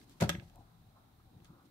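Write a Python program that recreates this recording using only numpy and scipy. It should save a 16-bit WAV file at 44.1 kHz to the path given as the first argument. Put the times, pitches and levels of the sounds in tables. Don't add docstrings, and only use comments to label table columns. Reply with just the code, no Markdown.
import sys
import numpy as np
from scipy import signal
from scipy.fft import rfft, irfft, next_fast_len
from scipy.io import wavfile
from scipy.ndimage import uniform_filter1d

SR = 44100
rng = np.random.default_rng(int(sys.argv[2]) if len(sys.argv) > 2 else 0)


def gain_from_db(level_db):
    decades = np.asarray(level_db, float) / 20
    return 10 ** decades


def dump(signal):
    limited = np.clip(np.atleast_2d(signal).T, -1, 1)
    pcm = np.round(limited * 32767).astype(np.int16)
    wavfile.write(sys.argv[1], SR, pcm)


N = 74970


def curve(table, at, log=False):
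    a = np.array(table, float)
    if log:
        return np.interp(np.log(at + 1), np.log(a[:, 0]), a[:, 1])
    return np.interp(at, a[:, 0], a[:, 1])


def colour(x, table, lag_s=0.):
    n = 2 * next_fast_len(x.shape[-1] // 2 + 2048)
    hz = np.arange(n // 2 + 1) * SR / n
    cepstrum = irfft(np.log(gain_from_db(curve(table, hz, True))), n)
    cepstrum = cepstrum * np.r_[1, np.full(n // 2 - 1, 2.), 1, np.zeros(n // 2 - 1)]
    response = np.exp(rfft(cepstrum) - 2j * np.pi * hz * lag_s)
    return irfft(rfft(x, n) * response, n)[..., :x.shape[-1]]


def unit(x):
    return x / np.sqrt(np.mean(x ** 2))


def band(hz, width_hz):
    f = np.arange(N // 2 + 1) * SR / N
    shape = 1 / (1 + ((f - hz) / (width_hz / 2)) ** 2) ** 2
    return unit(irfft(rfft(rng.standard_normal(N)) * shape, N))


def walk(rate):
    k = int(SR / rate)
    steps = np.repeat(rng.standard_normal(N // k + 1), k)
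    return 1.3 * uniform_filter1d(uniform_filter1d(steps, k), k)[:N]


def decay(t, t60_s):
    return np.exp(-np.log(1000) * t / t60_s)


def ring(modes, gain, detune):
    hz, db, t60_s = np.array(modes, float).T[:, :, None]
    t = np.arange(4096) / SR
    sines = np.sin(2 * np.pi * hz * detune[:, None] * t)
    return (gain[:, None] * gain_from_db(db) * decay(t, t60_s) * sines).sum(axis=0)


def add(out, at_s, x):
    i = int(at_s * SR)
    out[..., i:i + x.shape[-1]] += x[..., :N - i]


# pitch [Hz], level [dB], time to die by 60 dB [s].
PANEL_MODES = [(83, -22, 0.05), (119.3, -6, 0.055), (175.8, 1, 0.033), (208, -5.5, 0.025),
               (334, -10, 0.046), (384, -7, 0.03), (563.6, -5.5, 0.03), (666, -9.5, 0.052), (758, 0, 0.033),
               (911, -11, 0.046), (1110, -15.5, 0.016), (1340, -9, 0.05), (1465, -6, .03)]


def strike_panel(blows, scatter_db, detune):
    out = np.zeros(N)
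    chance = rng.standard_normal((len(blows), 2, len(PANEL_MODES)))
    for (at, db, contact_ms), (gain, shift) in zip(blows, chance):
        push_samples = 1.253 * contact_ms * SR / 1000
        push = np.sin(np.pi * np.clip(np.arange(SR // 50) / push_samples, 0, 1)) ** 2
        panel = ring(PANEL_MODES, gain_from_db(scatter_db * gain), 1 + detune * shift)
        add(out, at, -gain_from_db(db) * signal.fftconvolve(panel, push / push.sum()))
    return out


# start [s], level [dB], contact time [ms].
DOOR_KNOCKS = [(.2075, -34, 2), (.2125, -28, 2.1), (.2195, -21.5, 0.91), (.2215, -20, 0.73),
               (.2265, -17.5, 1.67), (.2315, -24, 0.72), (.2365, -32, 1.1), (.2435, -19.5, 2.66),
               (.2545, -44, 1.7), (.2775, -24.5, 2.776), (.294, -30, 0.57), (.306, -36.5, 1.7),
               (.318, -35, 2.8), (.339, -32, 3.1), (.352, -33, 1.71), (.366, -36.5, 3.16),
               (.38, -30.5, 4.2), (.424, -50, 0.92), (.432, -49.5, 2.17), (.452, -42, 5.3)]


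def locker_door():
    return strike_panel(DOOR_KNOCKS, scatter_db=2, detune=0.01)


# start [s], level [dB], centre [Hz],
# fall away from the centre [dB per octave], left minus right [dB].
CATCH_CLICKS = [(.0144, -58, 2180, 15, -9.5), (.0957, -49, 11000, 3.5, 4), (.202, -41, 1990, 3, 10),
                (0.2057, -34.5, 7100, -3.5, 4), (0.2097, -28.5, 6950, 10.5, 6), (.2125, -31, 2110, 2, 0),
                (.2175, -42, 2100, 8, 0), (0.2212, -35.5, 6000, 12, 7), (.2265, -35, 2300, 5, 6),
                (.237, -34, 1400, 7, 6), (.2435, -37, 2300, 4, 0), (.2926, -15.5, 6000, 1.5, 2),
                (0.2936, -21, 2700, 4, -1), (.2956, -28.5, 3440, 9.5, 4), (.2975, -28.5, 3000, 8, 1.5),
                (.2995, -26, 3600, 6.5, -1), (0.3015, -28, 3600, 3.5, -4.5), (.3035, -36.5, 3500, 2.5, 4),
                (.3065, -40, 2000, 3, 1), (0.3152, -40, 2250, 10, 1), (.3455, -57, 2080, 21, 0),
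                (.3501, -36.5, 2000, 21, 1), (.3535, -45.5, 2300, 9, -1), (.398, -43.5, 2170, 16, -9.5),
                (0.4978, -52.5, 2610, 2.5, 2), (0.5579, -52, 14000, 6, 3), (1.4019, -63.5, 2660, 19, 9),
                (1.446, -51.5, 6000, 5, 5), (1.4495, -59, 2200, 6.5, 0), (1.454, -56.5, 4135, 9, -2),
                (1.459, -65, 3940, 7, -3)]
# pitch [Hz], level [dB], time to die by 60 dB [s].
CATCH_MODES = [(552, 0.5, 0.042), (1282, 0, 0.021), (1640, -0.5, 0.025), (2054, -4.5, 0.016),
               (2350, -12, 0.011), (2570, 1, 0.0092), (2720, -8.5, 0.013), (3258, -2, 0.013),
               (3600, -4, 0.015), (4270, -8, 0.0066), (5580, -7, 0.0092), (6520, 2.5, 0.0074),
               (7730, 1, .006), (10040, -12, 0.0054)]


def catch():
    out, n = np.zeros((2, N)), len(CATCH_MODES)
    chance = rng.standard_normal((len(CATCH_CLICKS), 2, n + 2048))
    t = np.arange(2048) / SR
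    alike = np.array(CATCH_MODES)[:, 0] < 1500
    for (at, db, hz, fall_db, pan_db), c in zip(CATCH_CLICKS, chance):
        detune = 1 + 0.012 * c[0, -n:]
        body = []
        for port in c:
            sign = np.sign(np.where(alike, c[0, :n], port[:n]))
            body.append(ring(CATCH_MODES, sign * gain_from_db(2 * port[:n]), detune)[:2048] / 3)
        crack = gain_from_db(2) * c[:, n:] * decay(t, 0.01164) / 2
        click = colour(np.array(body) + crack, [(hz / 16, -4 * fall_db), (hz, 0), (hz * 16, -4 * fall_db)])
        click = gain_from_db(db) * click / np.abs(click).max(axis=1, keepdims=True)
        add(out, at, click * gain_from_db(np.array([[pan_db], [-pan_db]]) / 2))
    return out


# time [s], level [dB].
SCRAPE_LEVEL = [
    (.198, -100),
    (.203, -48.5),
    (.212, -38.5),
    (.223, -36),
    (.235, -43),
    (.245, -43),
    (.256, -53),
    (.28, -66.5),
    (.33, -61),
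    (.4, -110),
]
# frequency [Hz], level [dB].
SCRAPE_TONE = [(400, -14), (900, 2.5), (2100, -5.5), (3000, -9.5), (5000, -12.5), (9000, -16.5),
               (16000, -22.5)]
# centre [Hz], width [Hz], level [dB].
TONGUE_BANDS = [(2090, 280, 3), (1630, 200, -4.5), (2304, 130, -6)]


def scrape(t):
    grit = rng.standard_normal((2, N)) * gain_from_db(4 * walk(900))
    tongue = sum(gain_from_db(db) * np.array([band(hz, width), band(hz, width)]) for hz, width, db in TONGUE_BANDS)
    fade_at_s, fade_s = 0.21, 0.012
    tongue = tongue / (1 + np.exp(np.clip((t - fade_at_s) / fade_s, -20, 20)))
    return (unit(colour(grit, SCRAPE_TONE)) + tongue) * gain_from_db(curve(SCRAPE_LEVEL, t))


# start [s], level [dB], contact time [ms].
SOFT_BUMPS = [(.036, -56, 3.2), (.05, -49, 6.6), (.555, -60.5, 0.96), (.59, -46.5, 2.9), (.655, -50.5, 5.7),
              (.88, -58, 3.3), (.95, -57, 3.8), (1.362, -38, 4.9), (1.415, -42.5, 5.5),
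              (1.5025, -51.5, 1.95), (1.533, -58.5, 1.3), (1.565, -59, 1.1), (1.64, -53, 2.3)]


def soft_bumps():
    return strike_panel(SOFT_BUMPS, scatter_db=3.1, detune=0.054)


# middle [s], level [dB], length [s], centre [Hz].
SCUFF_SWELLS = [(0.58, -62.5, 0.043, 770), (0.97, -65.5, 0.012, 1050), (1.376, -67.5, 0.072, 265),
                (1.54, -61.5, 0.058, 257), (1.548, -72.5, 0.097, 1160), (1.507, -55, 0.011, 157),
                (1.663, -67.5, 0.053, 283), (.11, -68.5, 0.027, 310), (0.015, -67.5, .02, 220),
                (1.2, -75, 0.014, 1200), (0.55, -65.5, 0.018, 148), (0.85, -62, 0.026, 98.7)]


def scuffs(t):
    out = np.zeros(N)
    for at, db, length_s, hz in SCUFF_SWELLS:
        swell = np.exp(-((t - at) / length_s) ** 2)
        out += gain_from_db(db + 3 * walk(150)) * band(hz, 0.7 * hz) * swell
    return out


# time [s], level [dB].
SLEEVE_LEVEL = [(0, -69.5), (.03, -73.5), (.1, -70.5), (.16, -75.5), (.5, -80.5), (1.33, -95.5),
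                (1.45, -77), (1.55, -89)]


def sleeve(t):
    brush = np.array([band(3500, 30000), band(3500, 30000)])
    return brush * gain_from_db(3.7 * walk(59.3)) * gain_from_db(curve(SLEEVE_LEVEL, t))


# frequency [Hz], time to die by 60 dB [s].
CABIN_T60 = [(100, 0.35), (500, 0.3), (2500, 0.21), (7000, 0.23), (14000, 0.32)]


def room(x):
    t, tail = np.arange(SR // 2) / SR, 0
    onset = np.clip(t / 0.0009, 0, 1)
    for hz in 63 * 2 ** np.arange(0, 8.1, .5):
        mid, side = (band(hz, hz)[:len(t)] for _ in range(2))
        level = np.sqrt(hz) * min(hz / 170, 1) ** 2 / (1 + hz / 6000)
        fade = level * decay(t, curve(CABIN_T60, hz, True)) * onset
        tail = tail + fade * (mid + min(hz / 1800, 1) * side * np.array([[1], [-1]]))
    tail = tail / np.sqrt((tail ** 2).sum(axis=1).mean())
    return gain_from_db(-13) * signal.fftconvolve(x, tail, axes=1)[:, :N]


# frequency [Hz], level [dB per Hz].
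RUMBLE_TONE = [(30, -5), (125, -4), (220, -9), (330, -11), (520, -20.5), (780, -17), (1250, -25),
               (1700, -42), (3200, -42)]
# time [s], level [dB].
RUMBLE_LEVEL = [(0, -62), (.15, -61.5), (.5, -63), (.75, -63), (.9, -64.5), (1.1, -63.5), (1.25, -63.5),
                (1.4, -62), (1.55, -64), (1.7, -66)]


def rumble(t):
    out = 0
    for hz in 32 * 2 ** np.arange(0, 6.7, 1 / 3):
        db = curve(RUMBLE_TONE, hz, True) + 10 * np.log10(hz) + 3.5 * walk(9.55)
        mid, side = band(hz, hz / 2), band(hz, hz / 2)
        out = out + gain_from_db(db) * (mid + min(hz / 890 + 0.017, 1) * side * np.array([[1], [-1]]))
    return unit(out) * gain_from_db(curve(RUMBLE_LEVEL, t))


# centre [Hz], width [Hz], level [dB].
MACHINE_BANDS = [(36.43, 5.4, -71), (76.5, 10, -69.5), (115, 7.1, -66), (752, 170, -76)]
# time [s], level [dB].
MACHINE_LOAD = [(0, -5.5), (.1, -2.5), (.5, -1.5), (.7, -0.5), (.8, -2.5), (.88, 1), (1.0, -3.5),
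                (1.09, -6), (1.21, -7.5), (1.35, -1.5), (1.5, -4), (1.7, -1.5)]


def distant_machine(t):
    whir = sum(gain_from_db(db + 0.65 * walk(6.9)) * band(hz, width) for hz, width, db in MACHINE_BANDS)
    return whir * gain_from_db(curve(MACHINE_LOAD, t))


def scene():
    t = np.arange(N) / SR
    no_deep_bass = signal.butter(3, 94.5, "high", fs=SR, output="sos")
    panels = signal.sosfilt(no_deep_bass, locker_door() + soft_bumps())
    near = panels + catch() + scrape(t) + scuffs(t) + sleeve(t)
    return near + room(near) + rumble(t) + distant_machine(t)


# frequency [Hz], level [dB].
LEFT_TONE = [(6000, -0.5), (7550, 2.5), (9000, 2), (13500, 2.5), (16200, -12)]
# frequency [Hz], level [dB].
RIGHT_TONE = [(60, -4), (200, -2.5), (800, -2.5), (2500, 2), (4200, 6), (6300, 1), (8500, -25.5),
              (10000, -22), (12000, -11.5), (16000, -28)]
# frequency [Hz], level [dB per Hz].
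LEFT_HISS = [(300, 7), (1500, 1), (3000, -3), (7000, -8.5), (13000, -5), (15700, -2.5), (15900, -43)]
# frequency [Hz], level [dB per Hz].
RIGHT_HISS = [(300, 2.5), (1500, 6.5), (3100, -1.5), (3900, 10), (4800, 0), (8000, -6.5), (13000, -0.5),
              (15700, -7), (15900, -47)]


def microphones(dry):
    ports = np.array([colour(dry[0], LEFT_TONE), colour(dry[1], RIGHT_TONE, lag_s=0.0002)])
    hiss = np.array([unit(colour(rng.standard_normal(N), tone)) for tone in (LEFT_HISS, RIGHT_HISS)])
    return ports + hiss * gain_from_db(-74)


def roll_off(x):
    return signal.sosfilt(signal.butter(12, 16820, fs=SR, output="sos"), x)


def record(dry):
    top_cut = signal.ellip(8, .2, 70, 16400, fs=SR, output="sos")
    mix = signal.sosfilt(top_cut, microphones(dry))
    return roll_off(mix)


dry = scene()
out = record(dry)
dump(out)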